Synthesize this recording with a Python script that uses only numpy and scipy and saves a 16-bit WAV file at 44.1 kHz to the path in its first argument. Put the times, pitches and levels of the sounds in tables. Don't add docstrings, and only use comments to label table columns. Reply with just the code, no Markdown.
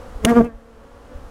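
import sys
import numpy as np
from scipy import signal
from scipy.fft import rfft, irfft
from scipy.io import wavfile
from scipy.ndimage import uniform_filter1d, map_coordinates

SR = 44100
rng = np.random.default_rng(int(sys.argv[2]) if len(sys.argv) > 2 else 0)


def put_to_file(sound):
    columns = np.atleast_2d(sound).T
    safe = np.clip(columns, -1, 1)
    whole_steps = np.round(safe * 32767)
    wavfile.write(sys.argv[1], SR, whole_steps.astype(np.int16))


N = 57330


def undb(db):
    return 10 ** (np.asarray(db) / 20)


def unit(x):
    return x / np.sqrt(np.mean(x ** 2))


def gain_at(hz, spectrum):
    corner_hz, db = np.array(spectrum).T
    return undb(np.interp(np.log(hz + 1e-9), np.log(corner_hz), db))


def noise(spectrum):
    white = rfft(rng.standard_normal(N))
    bin_hz = np.arange(N // 2 + 1) * SR / N
    return unit(irfft(white * gain_at(bin_hz, spectrum), N))


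def wander(rate_hz):
    steps = rng.standard_normal(2048)
    return map_coordinates(steps, [np.arange(N) / SR * rate_hz + 2], order=3, mode="mirror")


def swells(t, table):
    return sum(undb(db) * np.exp(-.5 * ((t - at) / width) ** 2) for at, db, width in table)


# frequency_hz, relative_db
COLONY_SPECTRUM = [(250, -4), (520, 2), (780, -11), (1150, -9.5), (1600, -14.5), (2200, -24), (3200, -24.5),
                   (4500, -40.5)]

def colony(bees=14, low_hz=227.5, high_hz=285.4, drift=.025, level_db=-41.5):
    hum = np.zeros(N)
    for wing_hz in np.linspace(low_hz, high_hz, bees):
        phase = 2 * np.pi * np.cumsum(wing_hz * (1 + drift * wander(9))) / SR
        offsets = rng.uniform(0, 2 * np.pi, 14)
        buzz = sum(gain_at(k * wing_hz, COLONY_SPECTRUM) * np.cos(k * phase + offset)
                   for k, offset in enumerate(offsets, 1))
        hum += undb(4.15 * wander(7.06)) * buzz
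    return undb(level_db) * unit(hum)


# frequency_hz, relative_db
HISS_SPECTRUM = [(100, 2.5), (170, 4.5), (500, 2.5), (1200, -0.5), (2400, -15.5), (4000, -17.5),
                 (6500, -20), (11000, -25), (15500, -35)]
WIND_SPECTRUM = [(12, -5.5), (25, -2), (48, -1.5), (75, -6), (110, -15.5), (200, -35), (500, -63.5)]
# peak_s, level_db, width_s
WIND_GUSTS = [(0.169, -29.5, 0.01), (0.236, -27, 0.01), (0.549, -31.5, 0.021), (1.17, -26, 0.013),
              (1.24, -32.5, 0.011)]

def outdoors(t, hiss_db=-44, wind_db=-39.5):
    hiss = undb(hiss_db) * noise(HISS_SPECTRUM)
    wind = (undb(wind_db) + swells(t, WIND_GUSTS)) * noise(WIND_SPECTRUM)
    return hiss + wind


# time_s, wingbeat_hz, first_harmonic_db, second_db, third_db, low_rasp_db, high_rasp_db, hiss_db
FLIGHT_PATH = [(0.262, 214.3, -15, -13.5, -24, -27.5, -42.5, -37),
               (0.274, 226.3, -11, -37.5, -14.5, -36, -30.5, -43),
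               (0.286, 237.8, -10.5, -25, -26, -30.5, -23, -38),
               (0.31, 235.9, -10.5, -17, -17.5, -31.5, -30, -35.5),
               (0.324, 232.0, -13, -13, -21.5, -22.5, -37.5, -44),
               (0.352, 230.7, -23, -21, -28.5, -34, -34.5, -47.5),
               (0.368, 240.5, -7.5, -10.5, -18, -21.5, -28, -43),
               (0.392, 232.7, -7, -12, -31, -19.5, -30, -46),
               (0.4, 230.3, -4, -13.5, -24.5, -29.5, -54, -46),
               (0.41, 227.7, -8.5, -14, -13.5, -26.5, -29.5, -49),
               (0.426, 229.6, -18.5, -23.5, -37, -42, -44.5, -52.5),
               (0.458, 239.7, -25.5, -27.5, -35.5, -40, -49.5, -54.5),
               (0.482, 235.6, -35, -32.5, -65, -50.5, -57.5, -67),
               (0.498, 226.3, -37, -42, -47, -52, -52.5, -71),
               (0.524, 225.8, -43.5, -53.5, -50, -57, -64.5, -83),
               (0.56, 227.1, -51.5, -56, -59.5, -63.5, -65, -74)]
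# frequency_hz, relative_db
RASP_SPECTRUM = [(930, -0.5), (1180, 1), (1420, -2.5), (1650, -3.5), (1900, -9), (2150, -14.5), (2500, -20),
                 (3100, -25.5), (4000, -30), (6000, -36)]
NASAL_SPECTRUM = [(1900, -18), (2150, 1), (2400, 2), (2650, 0.5), (2900, -16), (3100, -7), (3600, -13.5)]
# frequency_hz, relative_db
AIR_SPECTRUM = [(300, 4), (900, 17.5), (2000, 11), (4000, -4), (6500, -2), (10000, -7.5), (13000, -9),
                (16000, -15.5)]
TICK_SPECTRUM = [(2000, -13.5), (4000, -1.5), (7000, 0), (11000, 0.5), (15500, -11)]
DOWNWASH_SPECTRUM = [(20, -8), (55, -4), (120, -9.5), (175, -1), (320, -8), (600, -15), (1200, -29.5),
                     (3000, -63)]
# peak_s, level_db, width_s
BODY_TURNS = [(0.375, -32, .014), (0.461, -38, 0.012)]
DOWNWASH_PUFFS = [(0.259, -3.5, 0.0058), (0.325, -12.5, 0.025), (0.399, -7.5, 0.021), (0.444, -20, 0.03)]

def near_bee(t, arrive_s=.254, approach_s=.0037, leave_db_per_s=42.5, jitter=.012):
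    time_s, wingbeat_hz, *levels = np.array(FLIGHT_PATH).T
    approach = 1 / (1 + np.maximum(arrive_s - t, 0) / approach_s) ** 2
    departure = undb(-leave_db_per_s * np.maximum(t - time_s[-1], 0))
    nearness = approach * departure
    first, second, third, low, high, hiss = (nearness * undb(np.interp(t, time_s, db)) for db in levels)
    pitch_hz = np.interp(t, time_s, wingbeat_hz) * (1 + jitter * wander(199.14))
    phase = 2 * np.pi * np.cumsum(pitch_hz) / SR

    def overtones(orders, spectrum, flutter_db=3.5):
        return unit(sum(-gain_at(k * pitch_hz, spectrum) * undb(flutter_db * wander(40))
                        * np.cos(k * phase) for k in orders))

    drone = -first * np.cos(phase) - second * np.sin(2 * phase) - third * np.cos(3 * phase)
    rasp = undb(11) * low * overtones(range(4, 6), RASP_SPECTRUM)
    rasp += undb(13) * high * overtones(range(6, 22), RASP_SPECTRUM)
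    nasal = swells(t, BODY_TURNS) * overtones(range(9, 15), NASAL_SPECTRUM)
    torn_air = undb(18.5) * noise(AIR_SPECTRUM) * (1 + .23 * np.cos(phase))
    reversals = np.exp(9 * np.cos(phase))
    ticks = undb(1.5) * unit(noise(TICK_SPECTRUM) * reversals * undb(6.5 * wander(230)))
    downwash = swells(t, DOWNWASH_PUFFS) * noise(DOWNWASH_SPECTRUM)
    return undb(13) * drone + rasp + nasal + hiss * (torn_air + ticks) + downwash


# start_s, relative_db, push_ms
CONTACTS = [(0.2495, 12, 0.026), (0.2501, 3.5, .03), (0.2533, 6.5, 0.16)]
# frequency_hz, relative_db, t60_s
SHELL_MODES = [(206, -9.5, 0.039), (463, -8.5, .03), (1250, -10, 0.0057), (2294, -6.5, 0.0074),
               (2860, -2.5, 0.0067), (3480, -9, 0.0062), (5980, -10, 0.0048), (6360, -8, 0.004),
               (8960, -10, 0.005), (9350, -8, 0.0086), (9990, -9.5, 0.006), (11920, -18, .006)]

def knock(t, scrape_db=-11.5, scrape_decay_s=.0018):
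    clicks = np.zeros(N)
    for start_s, contact_db, push_ms in CONTACTS:
        age = np.maximum(t - start_s, 0)
        ring = sum(undb(db - 60 * age / t60) * np.sin(2 * np.pi * hz * age)
                   for hz, db, t60 in SHELL_MODES)
        scrape = undb(scrape_db) * (t > start_s) * np.exp(-age / scrape_decay_s) * rng.standard_normal(N)
        cutoff_hz = 1000 / push_ms
        pole = np.exp(-2 * np.pi * cutoff_hz / SR)
        clicks += undb(contact_db) * signal.lfilter([1 - pole], [1, -pole], ring + scrape)
    return clicks


def scene():
    t = np.arange(N) / SR
    return (near_bee(t) + knock(t) + colony() + outdoors(t))[None]


def record(dry, threshold_rms=.54, detect_s=.0029, recover_db_per_s=10.5, cutoff_hz=15900):
    power = uniform_filter1d(dry[0] ** 2, int(detect_s * SR) + 1)
    excess_db = 10 * np.log10(np.maximum(power / threshold_rms ** 2, 1))
    recovery_db = recover_db_per_s * np.arange(N) / SR
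    reduction_db = np.maximum.accumulate(excess_db + recovery_db) - recovery_db
    ducked = dry * undb(-reduction_db)
    rounded = ducked / (1 + ducked ** 8) ** (1 / 8)
    lowpass = signal.ellip(8, .2, 80, cutoff_hz, fs=SR, output="sos")
    return signal.sosfilt(lowpass, rounded)


dry = scene()
out = record(dry)
put_to_file(out)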